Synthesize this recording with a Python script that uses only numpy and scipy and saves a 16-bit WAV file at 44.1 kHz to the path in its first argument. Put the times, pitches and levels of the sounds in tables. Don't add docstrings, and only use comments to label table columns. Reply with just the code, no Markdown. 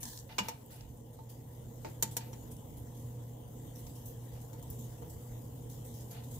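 import sys
import numpy as np
from scipy import signal
from scipy.fft import rfft, irfft
from scipy.io import wavfile
from scipy.ndimage import uniform_filter1d

SR = 44100
rng = np.random.default_rng(int(sys.argv[2]) if len(sys.argv) > 2 else 0)


def store_wav(level_fs):
    pcm = np.round(np.clip(np.atleast_2d(level_fs), -1, 1) * 32767)
    wavfile.write(sys.argv[1], SR, pcm.T.astype(np.int16))


N = 281799
TIME, HZ = np.arange(N) / SR, np.fft.rfftfreq(N, 1 / SR)
RING = np.arange(SR // 2) / SR

# (pitch [Hz], relative level [dB], time to fall 60 dB [s])
GLASS_MODES = [(484, -10, .1), (700, -13, .09), (897, -5, .17), (985, -5, .07), (1180, -8, .04),
               (1290, -6, .05), (1545, -5, .045), (1830, -8, .06), (2035, -3, .06), (2325, 1, .07),
               (2488, -2.5, .09), (2867, 3.5, .085), (2920, 0, .08), (3070, -4, .07), (3256, -3, .045),
               (3460, -5, .06), (4440, -3, .05), (4724, -5, .09), (5150, -9, .05), (5495, -5.5, .11),
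               (6140, -7, .05), (6745, -1, .06), (7280, -5, .06), (7450, -7, .08), (9630, -10, .06),
               (10400, -12, .06), (12000, -11, .06)]
# (time [s], level [dB])
FIZZ_LEVEL = [(0, -59.5), (1.05, -63.5), (2.2, -57.5), (3.3, -61), (3.8, -58.5), (6.39, -57)]


def amp(db):
    return 10 ** (np.asarray(db) / 20)


def evened(x):
    return x / np.sqrt(np.mean(x ** 2) + 1e-20)


def unit(x):
    return x / np.sqrt(np.sum(x ** 2, -1, keepdims=True) + 1e-20)


def read(points, hz):
    f, value = np.transpose(points)
    return np.interp(np.log(hz + 1), np.log(f + 1), value)


def pan(db):
    return amp(np.array([[db], [-db]]) / 2)


def add(mix, start_s, sound):
    part = mix[:, max(round(start_s * SR), 0):][:, :sound.shape[1]]
    part += sound[:, :part.shape[1]]


def noise(colour, size, tilt_db=0):
    hz = np.fft.rfftfreq(size, 1 / SR)
    octaves = np.log2(np.maximum(hz, 500) / 1000)
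    gain = amp(read(colour, hz) + tilt_db * octaves)
    white = rng.standard_normal((2, size))
    return evened(irfft(rfft(white) * gain, size))


def drift(rate_hz):
    smooth = np.exp(-(HZ / rate_hz) ** 2)
    return evened(irfft(rfft(rng.standard_normal(N)) * smooth, N))


def crackle(colour, per_s, spread_db):
    size = amp(spread_db * np.minimum(rng.exponential(1, N), 4))
    size = size * (rng.random(N) < per_s / SR)
    decay = np.exp(-1 / (.0018 * SR))
    power = signal.lfilter([1], [1, -decay], size ** 2)
    return evened(noise(colour, N) * np.sqrt(power))


def patchy(x, depth_db, width_hz, hold_s):
    hz, t, z = signal.stft(x, SR, nperseg=512)
    field = rng.standard_normal(z.shape[1:])
    for axis, size in enumerate([width_hz / hz[1], hold_s / t[1]]):
        size = max(round(size), 1)
        field = uniform_filter1d(field, size, axis)
        field = uniform_filter1d(field, size, axis)
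    shifted = z * amp(depth_db * evened(field))
    return evened(signal.istft(shifted, SR, nperseg=512)[1][:, :N])


def stroke(start_s, length_s, db, attack_s, sag_db_per_s, t60_s):
    t = np.maximum(TIME - start_s, 0)
    release_db = 60 * np.maximum(t - length_s, 0) / t60_s
    return (1 - np.exp(-t / attack_s)) * amp(db - sag_db_per_s * t - release_db)


def ring(modes, tilt_db, favoured_hz=0, split=0):
    tilt_from_hz, strike_spread_db = 810, 1.2
    favour_db, favour_width_hz = 11, 180
    hz, db, t60_s = np.transpose(modes)[:, :, None]
    db = db + tilt_db * np.log2(np.maximum(hz / tilt_from_hz, 1))
    db = db + strike_spread_db * rng.standard_normal(hz.shape)
    hz = hz * (1 + split * rng.choice([-1, 1], hz.shape))
    db = db + favour_db * np.exp(-((hz - favoured_hz) / favour_width_hz) ** 2)
    quarter_turn = np.array([1, -1])[:, None, None] * rng.choice([-1, 1], hz.shape) * np.pi / 4
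    phase = 2 * np.pi * (hz * RING + rng.random(hz.shape)) + quarter_turn
    return unit((amp(db - 60 * RING / t60_s) * np.sin(phase)).sum(1))


def clinks():
    # (time [s], dull clack of the dish [dB], bright snap of the tongs [dB], glass ring [dB],
    # tilt [dB per octave], left-right difference [dB], favoured pitch of the tongs [Hz])
    contacts = [(0.0308, -29, -13, -32, 0, 3, 6500), (0.3828, -6, -23, -6, 4.5, 0, 7260),
                (0.3877, -9.5, -18, -2.5, 0, -5, 12000), (0.4845, -15.5, -12.5, -11.5, 2, 3, 5820),
                (1.189, -39, -53, -23, -2, 4, 7000), (1.8472, -13.5, -33.5, -16.5, -4, 8, 5000),
                (2.0251, -10, 2, -12.5, 1.5, 1, 7100), (2.1675, -13.5, -4.5, -14.5, 2, 0.5, 5560),
                (2.3308, -24.5, -25, -25.5, -3.5, -2, 5600), (3.866, -30.5, -36, -31.5, 6.5, -2, 5600),
                (4.531, -36, -28.5, -27.5, -2, 7, 7000), (4.6265, -54, -26, -30, 5, 0, 7000),
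                (4.7015, -46, -17.5, -43, 13, 5, 9900), (5.022, -25.5, -39, -22, -7.5, 13, 7000)]
    # (pitch [Hz], relative level [dB], time to fall 60 dB [s])
    steel_modes = [(3100, -11, .05), (3340, -12, .05), (3655, -11, .05), (4090, -11, .05), (4480, -12, .05),
                   (5690, -5, .03), (5820, -4, .03), (5905, -4, .03), (6228, -5, .03), (6540, -7, .03),
                   (6805, -5, .03), (6998, -3, .035), (7190, 0, .035), (7467, -3, .04), (8091, -6, .035),
                   (8699, -5, .03), (9700, -10, .03), (10250, -9, .03), (11230, -1, .04), (11480, -3, .035),
                   (11780, -2, .035), (13921, -7, .035), (14395, 2, .035), (14750, 1, .035),
                   (15150, -1, .03)]
    # (pitch [Hz], relative level [dB per Hz])
    clack_colour = [(60, -50), (200, 4), (480, 9), (680, 3), (1000, -1), (1400, -1.5), (2300, 2),
                    (3100, -4.5), (3900, -1.5), (5500, -1), (7200, -2), (9000, -18), (12000, -16),
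                    (15500, -32)]
    snap_colour = [(300, 12), (1500, -15), (2700, -28), (3400, -28), (4700, -17), (5700, 3), (7200, -4),
                   (8200, 9.5), (10000, 3), (11600, -5), (13200, 7), (14400, -4), (16000, 2.5)]
    contact_t60_s, cushion_tilt_db = 0.049, 5
    clack_length = 2.3
    steel_db = 4
    second_arm_s, second_arm_db = 0.0062, -7
    dulling_db_per_db = 1
    twin_split, twin_db = .011, -4
    out = np.zeros((2, N))
    for start_s, clack_db, snap_db, glass_db, tilt_db, side_db, favoured_hz in contacts:
        t60_s = contact_t60_s * 2 ** (-tilt_db / cushion_tilt_db)
        clack_fade = amp(-60 * RING / (t60_s * clack_length))
        clack = unit(noise(clack_colour, len(RING), tilt_db) * clack_fade)
        snap = unit(noise(snap_colour, len(RING), tilt_db) * amp(-60 * RING / t60_s))

        tongs = snap + amp(steel_db) * ring(steel_modes, tilt_db, favoured_hz)
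        second_arm = snap[::-1] + amp(steel_db) * ring(steel_modes, tilt_db, favoured_hz)
        add(tongs, second_arm_s, amp(second_arm_db) * second_arm)

        dull_db = dulling_db_per_db * glass_db
        twin = ring(GLASS_MODES, dull_db, split=twin_split)
        glass = unit(ring(GLASS_MODES, dull_db) + amp(twin_db) * twin)

        blow = amp(clack_db) * clack
        blow = blow + amp(snap_db) * unit(tongs) * pan(side_db)
        blow = blow + amp(glass_db) * glass
        add(out, start_s, blow * (1 - np.exp(-RING / 0.0002)))
    return out


def thumps():
    # (time [s], level [dB], pitch [Hz], time to fall 60 dB [s])
    rocks = [(0.403, -11, 199, 0.079), (2.03, -17, 210.5, 0.17)]
    out = np.zeros((2, N))
    for start_s, db, hz, t60_s in rocks:
        rise = (1 - np.exp(-RING / 0.012)) ** 2
        note = np.sin(2 * np.pi * hz * RING) * amp(-60 * RING / t60_s) * rise
        add(out, start_s, amp(db) * unit(note) * pan(0))
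    return out


def scrapes():
    # (time [s], length [s], level before mixing [dB], attack [s])
    drags = [(0.29, 0.031, -53, .002), (0.431, 0.071, -52.5, 0.0033), (0.698, 0.13, -60, 0.0051),
             (2.201, 0.013, -52.5, .003), (4.343, 0.041, -65.5, .006), (6.099, 0.089, -52, 0.036)]
    # (pitch [Hz], relative level [dB per Hz])
    rasp_colour = [(300, -11), (750, 13), (1200, 0.5), (1800, 7.5), (2400, -1), (3000, 2), (3700, 4.5),
                   (5400, -3), (8000, -25), (15000, -49)]
    sag_db_per_s, t60_s = 43, 0.47
    drag = sum(stroke(*row, sag_db_per_s, t60_s) for row in drags)
    slips = drag * crackle(rasp_colour, per_s=2200, spread_db=2.2)
    singing = signal.fftconvolve(slips, ring(GLASS_MODES, tilt_db=-2.5), axes=1)[:, :N]
    singing = np.std(slips) * evened(singing)
    return amp(-3) * slips + amp(-3) * singing


def squishes():
    # (time [s], level [dB], time to fall 60 dB [s])
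    presses = [(0.003, -46.5, 0.63), (0.43, -53, 0.59), (0.705, -51, 0.47), (1.128, -57, 0.18),
               (1.291, -49, 0.22), (2.11, -44.5, 0.25), (2.511, -44.5, 0.13), (2.767, -51.5, 0.22),
               (2.945, -59, 0.82), (3.752, -50.5, 0.53), (3.865, -56, 0.17), (3.952, -49, 0.13),
               (4.055, -47, 0.3), (4.33, -56.5, 0.43), (4.412, -51, 0.12), (4.707, -50.5, 0.29),
               (4.786, -54.5, 0.78), (5.096, -51, 0.28), (5.695, -49.5, 0.38), (5.845, -49.5, 0.38),
               (5.94, -52.5, 0.59), (6.108, -46.5, 0.21), (6.235, -52, 0.1), (6.309, -48.5, 0.22),
               (6.34, -50.5, 0.2)]
    # (pitch [Hz], relative level [dB per Hz])
    wet_colour = [(800, -14), (2400, -16), (3400, -7), (4700, -7), (7000, 0), (9700, -2), (12000, 1),
                  (15000, 2)]
    seep_per_s, seep_db, seep_spread_db, seep_t60_s = 14, -5, 5, 0.13
    seeps = amp(seep_db + seep_spread_db * rng.uniform(-1, 1, N))
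    seeps = seeps * (rng.random(N) < seep_per_s / SR)
    heat = amp(np.interp(TIME, *np.transpose(FIZZ_LEVEL)))
    press = (heat * signal.fftconvolve(seeps, squeeze(seep_t60_s))[:N])[None]
    for start_s, db, t60_s in presses:
        add(press, start_s, amp(db) * squeeze(t60_s)[None])
    bubbles = crackle(wet_colour, per_s=3000, spread_db=2.5)
    return press * patchy(bubbles, depth_db=3, width_hz=700, hold_s=.06) * pan(1)


def squeeze(t60_s):
    return amp(-60 * RING / t60_s) * (1 - np.exp(-RING / 0.0029))


def spurt():
    # (time [s], length [s], level [dB])
    gesture = (0.021, 0.19, -43.5)
    # (pitch [Hz], relative level [dB per Hz])
    spurt_colour = [(500, -8), (1000, 5.5), (1300, -25), (1720, 3.5), (2500, -30), (3200, -2.5), (4200, -1),
                    (6500, 3), (9800, -3), (11500, -2), (15500, 1)]
    spitting = crackle(spurt_colour, per_s=1500, spread_db=2.6)
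    spitting = patchy(spitting, depth_db=2.5, width_hz=400, hold_s=.03)
    return stroke(*gesture, attack_s=0.0062, sag_db_per_s=55, t60_s=0.16) * spitting


def pops():
    # (time [s], level [dB], pitch [Hz])
    bursts = [(0.055, -20.5, 6000), (0.171, -26, 13500), (0.1753, -24.5, 5540), (0.189, -27, 6000),
              (0.198, -29, 7300), (0.662, -29, 13700), (0.809, -32, 4450), (0.973, -37.5, 8900),
              (2.567, -34.5, 7850)]
    t60_s = .016
    narrowness = 12 / .55
    out = np.zeros((2, N))
    for start_s, db, hz in bursts:
        colour = [(f, -narrowness * np.log2(f / hz) ** 2) for f in np.geomspace(1000, 16000, 17)]
        tick = unit(noise(colour, len(RING)) * amp(-60 * RING / t60_s))
        add(out, start_s, amp(db) * tick)
    return out


def fizz():
    # (pitch [Hz], relative level [dB per Hz])
    fizz_colour = [(1000, 0), (1500, -4.5), (1950, -0.5), (2450, -12), (3000, 1), (3500, -0.5),
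                   (4200, -6.5), (5200, -6), (6200, 0), (7200, 3), (8300, -0.5), (9900, -3.5), (12200, 2),
                   (15000, 2.5)]
    heat = amp(np.interp(TIME, *np.transpose(FIZZ_LEVEL)))
    bubbles = amp(.5 * drift(2.5)) * crackle(fizz_colour, per_s=4200, spread_db=1.9)
    return heat * patchy(bubbles, depth_db=2.5, width_hz=350, hold_s=.05) * pan(3.7)


def fan():
    # (time [s], level [dB])
    loudness = [(0, -3), (0.9, -3), (2.1, 0.47), (6.39, 1)]
    loud_db = np.interp(TIME, *np.transpose(loudness))
    tone_swing = 1.7
    return amp(loud_db) * air_rush() + amp(tone_swing * loud_db) * motor_tones()


def motor_tones():
    # (pitch [Hz], rms level before wavering and fan loudness [dB])
    hum = [(103, -63.5), (120, -49.5), (154.4, -61.5), (239.8, -67), (310, -75), (484, -68), (707, -74.5),
           (829, -76.5)]
    waver_db = 1.47
    wander = 0.27
    tones = np.zeros(N)
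    for hz, db in hum:
        strength = amp(db + waver_db * drift(1.9))
        phase = 2 * np.pi * hz * TIME + wander * hz / 120 * drift(6.0)
        tones += strength * np.sin(phase)
    return np.sqrt(2) * tones * pan(-0.19)


def air_rush():
    # (pitch [Hz], relative level [dB per Hz])
    rush_colour = [(20, -49), (30, -6.5), (40, 1.5), (95, 3), (130, 5.5), (180, -5.5), (235, 1),
                   (390, -13.5), (520, -8.5), (650, -14.5), (1000, -15.5), (1300, -37.5), (2500, -40),
                   (8000, -83)]
    # (pitch [Hz], width [Hz], lift [dB])
    duct = [(322, 28, 3.2), (458, 83, 8.3)]
    # (pitch [Hz], likeness [0 to 1])
    likeness = [(60, 0.89), (130, 0.95), (290, 0.91), (640, 0.052), (1400, 0.032)]
    # (pitch [Hz], level [dB])
    balance = [(60, -4), (200, 1.5), (380, -5.5), (700, -2.5), (1300, 2)]
    a, b = rfft(rng.standard_normal((2, N)))
    same = np.clip(read(likeness, HZ), -1, 1)
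    colour_db = read(rush_colour, HZ)
    for hz, width_hz, lift_db in duct:
        colour_db = colour_db + lift_db / (1 + (2 * (HZ - hz) / width_hz) ** 2)
    side = amp(read(balance, HZ) / 2)
    left = a * side
    right = (same * a + np.sqrt(1 - same ** 2) * b) / side
    rush = evened(irfft(np.array([left, right]) * amp(colour_db), N))
    return amp(-50) * patchy(rush, depth_db=1.5, width_hz=170, hold_s=.04)


def echoes(x):
    # (left delay [s], right delay [s], relative level [dB])
    bounces = [(0.0062, 0.0067, 20), (0.0126, 0.0075, -23), (0.0165, 0.021, -4.5)]
    out = np.zeros((2, N))
    for left_s, right_s, db in bounces:
        add(out[:1], left_s, amp(db) * x[1:])
        add(out[1:], right_s, amp(db) * x[:1])
    return out


def kitchen(x):
    # (pitch [Hz], time to fall 60 dB [s])
    room_decay = [(200, .4), (1000, .36), (4000, .27), (8000, .18), (15000, .15)]
    hz, t, z = signal.stft(rng.standard_normal((2, len(RING))), SR, nperseg=256)
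    fade = amp(-60 * t / read(room_decay, hz)[:, None])
    tail = signal.istft(z * fade, SR, nperseg=256)[1][:, :len(RING)]
    tail = unit(tail * (1 - np.exp(-RING / 0.01)))
    return signal.fftconvolve(x, tail, axes=1)[:, :N]


def scene():
    blows, settling = clinks(), thumps()
    dish = blows + settling
    room = amp(-33.0) * echoes(blows) + amp(-15) * kitchen(dish)
    juice = squishes() + spurt() + pops() + fizz()
    return dish + room + scrapes() + juice + fan()


def record(dry):
    edge_hz = 15600
    low_pass = signal.firwin(511, edge_hz, window=("kaiser", 9), fs=SR)
    return signal.oaconvolve(dry, low_pass[None], "same", axes=1)


dry = scene()
out = record(dry)
store_wav(out)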